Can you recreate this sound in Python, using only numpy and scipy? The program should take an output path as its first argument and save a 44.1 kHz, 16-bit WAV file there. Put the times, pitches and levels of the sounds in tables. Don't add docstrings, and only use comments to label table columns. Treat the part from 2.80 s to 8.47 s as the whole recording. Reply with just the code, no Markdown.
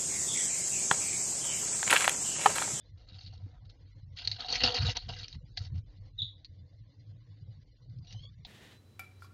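import sys
import numpy as np
from scipy import signal
from scipy.io import wavfile
from scipy.ndimage import uniform_filter1d

SR = 44100
rng = np.random.default_rng(int(sys.argv[2]) if len(sys.argv) > 2 else 0)


def rack_gain(trim_db):
    fader = np.asarray(trim_db, float)
    return 10 ** (fader / 20)


def pcm_store(signal):
    levels = np.round(np.clip(np.atleast_2d(signal), -1, 1) * 32767)
    wavfile.write(sys.argv[1], SR, levels.astype(np.int16).T)


N = 250047


def evened(x):
    return x / np.sqrt(np.mean(x ** 2) + 1e-20)


def smoothed(x, size):
    return uniform_filter1d(uniform_filter1d(x, size=size), size=size)


def wander(smooth):
    step = 30
    coarse = evened(smoothed(rng.standard_normal(N // step + 2), int(smooth / step)))
    return np.interp(np.arange(N) / step, np.arange(len(coarse)), coarse)


def add(mix, start_s, sound):
    part = mix[round(start_s * SR):][:len(sound)]
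    part += sound[:len(part)]


def columns(rows):
    times_s, *rest = np.transpose(rows)
    t = np.arange(times_s[0], times_s[-1], 1 / SR)
    return times_s[0], [np.interp(t, times_s, column) for column in rest]


def resonate(x, hz, width_hz):
    turn = np.exp(2j * np.pi * np.cumsum(hz * np.ones(len(x))) / SR)
    r = np.exp(-np.pi * width_hz / SR)
    return 2 * (turn * signal.lfilter([1 - r], [1, -r], x / turn)).real


def colour(points, size=4096):
    point_hz, point_db = np.transpose(points)
    log_hz = np.log(abs(np.fft.fftfreq(size, 1 / SR)) + 1)
    log_gain = np.log(rack_gain(np.interp(log_hz, np.log(point_hz), point_db, -90, -90)))
    taps = np.fft.ifft(np.exp(np.conj(signal.hilbert(log_gain)))).real[:size // 2]
    return taps / np.linalg.norm(taps)


def tail(t60_s, direct):
    t = np.arange(round(.5 * SR)) / SR
    taps = rack_gain(-60 * t / t60_s) * rng.standard_normal(len(t))
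    taps *= np.sqrt(1 - direct) / np.linalg.norm(taps)
    taps[0] = np.sqrt(direct)
    return taps


def strokes(rows, rise_s, stop_s):
    power = np.zeros(N)
    for start_s, length_s, db, change_db in rows:
        t = np.arange(0, length_s + 8 * stop_s, 1 / SR)
        shape = np.minimum(t / rise_s, 1) * np.exp(-np.maximum(t - length_s, 0) / stop_s)
        level = rack_gain(db + change_db * np.minimum(t / length_s, 1))
        add(power, start_s, (shape * level) ** 2)
    return np.sqrt(power)


# frequency in Hz, width in Hz, relative level in dB.
BOX_MODES = [(261, 34, -10), (491.8, 24, -6), (732, 49, 0), (925, 96, -12), (1287, 160, -8)]


def box_ring(x, patchy_db=0):
    ring = np.zeros(len(x))
    for hz, width_hz, db in BOX_MODES:
        push = x * rack_gain(patchy_db * wander(2200)[:len(x)])
        ring += rack_gain(db) / np.sqrt(width_hz) * resonate(push, hz, width_hz)
    return ring


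# frequency in Hz, relative level in dB per Hz.
STRAW_SPECTRUM = [(650, -41.5), (1100, -37.5), (1350, -30), (1730, -18), (2230, -13), (3500, -10.5),
                  (4320, -3), (5600, -15.5), (7050, -25.5), (9160, -49.5), (15500, -120)]


def straw():
    return colour(STRAW_SPECTRUM)


# start in seconds, length in seconds, crackle level in dB,
# change by the end in dB, low box ring relative to the crackle in dB.
STROKES = [(0.17, 0.084, -66, -9, -5.5), (0.265, 0.11, -62.5, 3.5, -6), (0.379, 0.13, -53.5, -10.5, -11),
           (0.521, 0.059, -57, -11, -4), (0.584, 0.2, -77.5, -11, 12), (0.847, 0.0095, -64, 1.5, -9),
           (0.891, 0.0076, -53, -2, -12.5), (1.36, 0.21, -46.5, -2.5, -14.5),
           (1.581, 0.16, -43.5, -4, -7.5), (1.681, 0.057, -35.5, -2.5, -4), (1.718, 0.07, -32, -6, -7.5),
           (1.792, 0.033, -35, 4, -10.5), (1.829, 0.099, -23, -15.5, -7), (1.935, 0.047, -32, 0.5, -8.5),
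           (1.974, 0.14, -40.5, 6.5, -8), (2.145, 0.028, -45, 8.5, -5), (2.209, 0.073, -48.5, -17.5, -12.5),
           (2.28, 0.049, -45.5, -1, -8), (2.33, 0.12, -50, 4.5, -13), (2.461, 0.089, -61, 6.5, -11),
           (2.764, 0.013, -47, 9.5, -23.5), (2.792, 0.079, -57, 2, -5.5), (2.938, 0.051, -68, 3.5, -8.5),
           (3.157, 0.024, -65, -11.5, -28), (3.246, 0.028, -71.5, -6.5, -1), (5.235, 0.098, -72, 14.5, -6),
           (5.387, 0.067, -65, -8, -24)]


def rustle():
    shared, cracks, knocks = wander(170), np.zeros(N), np.zeros(N)
    jolts = (rng.random(N) < 140 / SR) * rng.standard_normal(N) * rack_gain(14 + 2 * shared)
    for hz in np.geomspace(1100, 7000, num=22):
        size_db = 6 * np.minimum(rng.exponential(1, N), 3)
        size_db += 2.4 * shared + 2 * wander(490) + 4.5 * wander(1700)
        stalk = (rng.random(N) < 900 / SR) * rng.standard_normal(N) * rack_gain(size_db)
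        cracks += resonate(resonate(stalk + jolts, hz, 0.11 * hz), hz, 0.2 * hz)
        knocks += stalk
    short_ring = signal.fftconvolve(straw(), tail(0.017, 0.27))
    bright = evened(signal.oaconvolve(cracks, short_ring)[:N])
    bright /= np.sqrt(uniform_filter1d(bright ** 2, 2500))
    rise_s, stop_s = 0.012, 0.0082
    crackle_gain = strokes([row[:-1] for row in STROKES], rise_s, stop_s)
    low_rows = [(s, length_s, db + low_db, change_db) for s, length_s, db, change_db, low_db in STROKES]
    low_gain = strokes(low_rows, rise_s, stop_s)
    return crackle_gain * bright + low_gain * evened(box_ring(knocks, patchy_db=4.5))


# time in seconds, relative level in dB, pitch of the crack in Hz,
# T60 of the burst in seconds.
SNAPS = [(0.289, -43.5, 4540, 0.014), (0.344, -46, 3500, 0.05), (0.392, -48, 4280, 0.034),
         (0.408, -39.5, 3950, 0.21), (0.462, -40.5, 4300, 0.088), (0.4765, -44, 3820, 0.05),
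         (0.898, -46, 3700, 0.058), (1.373, -53, 4600, 0.056), (1.3866, -31.5, 3020, 0.08),
         (1.4508, -26.5, 4120, 0.03), (1.474, -14, 4332, 0.033), (1.5147, -19, 4270, 0.058),
         (1.544, -34.5, 4040, 0.013), (1.6057, -25, 4120, 0.049), (1.6849, -26.5, 3710, 0.059),
         (1.725, -15.5, 4435, 0.05), (1.7549, -17.5, 2095, 0.066), (1.8064, -28, 2985, 0.076),
         (1.836, -9.5, 5163, 0.074), (1.839, -12.5, 4377, 0.045), (1.8594, -18, 3017, 0.05),
         (1.9668, -17.5, 4323, 0.05), (2.095, -25.5, 3000, 0.087), (2.1672, -31, 4120, 0.2),
         (2.169, -19, 6020, 0.021), (2.2893, -31, 5050, 0.079), (2.436, -36, 3120, 0.091),
         (2.4819, -32.5, 5740, 0.031), (2.5276, -34.5, 3940, 0.041), (2.7733, -22.5, 4350, 0.045),
         (2.848, -44, 4760, 0.031), (3.6465, -35.5, 4280, 0.05), (5.097, -59.5, 4730, 0.037),
         (5.186, -56, 5234, 0.043), (5.271, -47.5, 3800, 0.098), (5.307, -48.5, 2980, 0.058),
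         (5.3256, -39.5, 6050, 0.073), (5.6488, -34.5, 3530, 0.084)]


def snaps():
    t, straw_taps = np.arange(4000) / SR, straw()
    bright, knocks = np.zeros(N), np.zeros(N)
    for start_s, db, hz, t60_s in SNAPS:
        spray, rough = rng.standard_normal((2, len(t)))
        burst = spray * rack_gain(0.98 * rough - 60 * t / t60_s)
        burst *= (1 + 4 * np.exp(-t / 0.0006)) * np.minimum(t / 0.0023, 1) ** 2
        burst[50] += 8
        pitched = resonate(resonate(burst, hz, 1100), hz, 1300)
        crack = signal.fftconvolve(burst + 2.2 * pitched, straw_taps)[:len(t)]
        crack /= 2 * np.sqrt(2 * uniform_filter1d(crack ** 2, size=88).max())
        add(bright, start_s - 0.0008, rack_gain(db) * crack)
        add(knocks, start_s, rack_gain(db) * burst / np.linalg.norm(burst))
    return bright + rack_gain(5.5) * box_ring(knocks)


# time in seconds, relative level in dB, favoured pitch in Hz.
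BUMPS = [(0.659, -42, 297), (.73, -55, 650), (.82, -63, 714), (1.728, -29.5, 487), (1.836, -21, 502),
         (1.954, -31.5, 510), (2.085, -29, 705), (2.168, -31.5, 760), (2.775, -44.5, 694),
         (5.345, -49, 770), (5.445, -51, 528), (5.65, -44.5, 846)]


def bumps():
    cycles = 4
    shoves = np.zeros(N)
    for start_s, db, hz in BUMPS:
        turns = np.arange(0, cycles, hz / SR)
        add(shoves, start_s, rack_gain(db) * np.sin(np.pi * turns / cycles) * np.sin(2 * np.pi * turns))
    tone = np.sin(2 * np.pi * BOX_MODES[2][0] * np.arange(SR) / SR)
    return 0.22 * shoves + box_ring(shoves) / abs(box_ring(tone)).max()


# time in seconds, frequency in Hz.
BOOM_HZ = [(0, 92), (1.499, 95.7), (3.003, 96.9), (3.6, 92.5), (4.302, 104.6), (5.67, 110.2)]
# start in seconds, length in seconds, drive level in dB.
PUSHES = [(0.305, 0.089, -49.5), (0.429, 0.15, -46), (0.617, 0.025, -39.5), (0.858, 0.018, -47.5),
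          (1.222, 0.015, -41), (1.442, 0.11, -43.5), (1.807, 0.096, -40.5), (1.985, 0.11, -27.5),
          (2.261, 0.057, -39.5), (2.416, 0.014, -34), (2.536, 0.045, -36.5), (2.801, 0.011, -25.5),
          (2.833, 0.18, -42.5), (2.624, 0.019, -39.5), (2.914, 0.075, -31), (3.178, 0.045, -46),
          (3.764, 0.097, -48), (4.26, 0.054, -46), (4.607, 0.023, -38.5), (5.18, 0.053, -43.5),
          (5.39, 0.089, -47.5)]


def boom():
    rumble_db, gusts_db, push_sag_db = -55.5, 6.5, -2.5
    hz = np.interp(np.arange(N) / SR, *np.transpose(BOOM_HZ))
    plug = resonate(resonate(rng.standard_normal(N), hz, 23), hz, 130)
    plug /= np.sqrt(uniform_filter1d(plug ** 2, 1200))
    rumble = rack_gain(rumble_db + gusts_db * wander(1900))
    pushes = strokes([(*row, push_sag_db) for row in PUSHES], rise_s=0.013, stop_s=0.0044)
    return resonate(np.hypot(rumble, pushes) * plug, hz, 58)


# time in seconds, mean level in dB.
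DRAUGHT = [(0.0, -59), (1.66, -60.5), (1.85, -48), (4.37, -68), (5.67, -53.5)]


def draught():
    start_s, (level_db,) = columns(DRAUGHT)
    band = signal.butter(3, [36, 60], "bandpass", fs=SR, output="sos")
    swings = evened(signal.sosfilt(band, rng.standard_normal(len(level_db))))
    out = np.zeros(N)
    add(out, start_s, rack_gain(level_db + 0.88 * wander(2400)[:len(swings)]) * swings)
    return out


def whistle(rows, harmonics_db, rough, smooth, dulls_db=0):
    start_s, (hz, level_db) = columns(rows)
    noises = rng.standard_normal((1 + len(harmonics_db), len(hz)))
    pitch_shake, *level_shakes = [evened(smoothed(noise, smooth)) for noise in noises]
    turns = np.cumsum(hz * (1 + 0.005 * rough ** 2 * pitch_shake)) / SR
    tone = np.zeros(len(hz))
    for k, (db, shake) in enumerate(zip(harmonics_db, level_shakes)):
        gain = rack_gain(db - k * dulls_db * np.linspace(0, 1, len(hz))) * (1 + rough * shake)
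        tone += gain * np.sin(2 * np.pi * (k + 1) * turns)
    return start_s, rack_gain(level_db) * evened(tone) * signal.windows.tukey(len(hz), .15)


# time in seconds, pitch in Hz, level in dB.
SQUEAK = [(5.26, 943, -68.5), (5.31, 960, -64), (5.35, 1000, -61.5), (5.385, 1019, -50.5),
          (5.41, 1088, -58), (5.45, 1100, -41.5), (5.48, 1128, -49), (5.5, 1193, -53), (5.525, 1194, -53)]
SQUEAK_HARMONICS_DB = [-23, -16, 14, 13.5, 7, 14.5]


def squeak():
    out = np.zeros(N)
    add(out, *whistle(SQUEAK, SQUEAK_HARMONICS_DB, rough=1.2, smooth=200, dulls_db=11))
    return out


# time in seconds, pitch in Hz, level in dB before side tones and echoes.
CHIRPS = [
    [(.005, 3460, -55), (.03, 3570, -87), (.065, 4140, -68), (.1, 4150, -99)],
    [(3.378, 3868, -57.5), (3.39, 3787, -32), (3.398, 3485, -39), (3.411, 3450, -38.5)],
    [(3.414, 4110, -58), (3.42, 3852, -27), (3.426, 3390, -33.5), (3.434, 3440, -39)],
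]


def chirps():
    side_hz, side_db = 800, -33
    out = np.zeros(N)
    for rows in CHIRPS:
        start_s, note = whistle(rows, [0, -32], rough=.3, smooth=120)
        throb = 1 + 2 * rack_gain(side_db) * np.cos(2 * np.pi * side_hz * np.arange(len(note)) / SR)
        add(out, start_s, note * throb)
    return signal.fftconvolve(out, tail(0.27, 0.59))[:N]


# time in seconds, depth in dB.
HOLE_DEPTH = [(0, 10), (1.3, 12.5), (2, 16.5), (2.6, 16), (3.7, 7), (4, 9.5), (5.67, 12.5)]


def with_holes(noise):
    hz, t, z = signal.stft(noise, SR, nperseg=1024)
    cells = uniform_filter1d(rng.standard_normal(z.shape), size=7, axis=0)
    cells = evened(uniform_filter1d(cells, size=3, axis=1))
    frames = evened(uniform_filter1d(rng.standard_normal(len(t)), size=3))
    depth_db = np.interp(t, *np.transpose(HOLE_DEPTH)) * np.clip(hz / 800, 0, 1)[:, None]
    hole_gain = rack_gain(depth_db * np.minimum(cells + 0.44 * frames, 1))
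    return signal.istft(z * hole_gain, SR, nperseg=1024)[1][:N]


# frequency in Hz, relative level in dB per Hz.
AIR_SPECTRUM = [(88, -28.5), (150, -4), (194, -31), (295, -13), (376, -32.5), (494, -21), (868, -39),
                (1090, -36.5), (1220, -46.5), (2010, -37.5), (2510, -46.5), (4210, -34.5), (7050, -54.5),
                (9160, -83.5), (15500, -120)]


def air():
    noise = signal.oaconvolve(rng.standard_normal(N), colour(AIR_SPECTRUM))[:N]
    return rack_gain(-69.5) * evened(with_holes(noise))


# frequency in Hz, relative level in dB.
TICK_TONES = [(1990, -0.5), (2130, -2), (2960, -2), (3520, -1), (4134, 2.5), (4226, -3), (4780, 4),
              (5280, -18), (5690, -8)]


def ticking():
    ticks_per_s, first_s, share, level_db, spread_db = 9.74, .1, .45, -83, 4
    t = np.arange(N) / SR
    beat = ((t - first_s) * ticks_per_s + .5) % 1 - .5
    pulse = np.cos(np.pi * np.clip(beat / share, -.5, .5)) ** 2
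    tones = np.zeros(N)
    for hz, db in TICK_TONES:
        gain = rack_gain(level_db + db + spread_db * wander(1900))
        tones += gain * np.sin(2 * np.pi * (hz * t + rng.random()))
    return pulse * tones


def scene():
    bird = rustle() + snaps() + bumps() + squeak()
    return (bird + boom() + draught() + chirps() + air() + ticking())[None]


def top_cut(x):
    return signal.sosfilt(signal.butter(12, 7200, fs=SR, output="sos"), x)


def record(dry):
    low_pass = signal.firwin(1023, 7200, window=("kaiser", 9), fs=SR)
    narrow = signal.oaconvolve(dry, low_pass[None], "same")
    return top_cut(narrow)


dry = scene()
out = record(dry)
pcm_store(out)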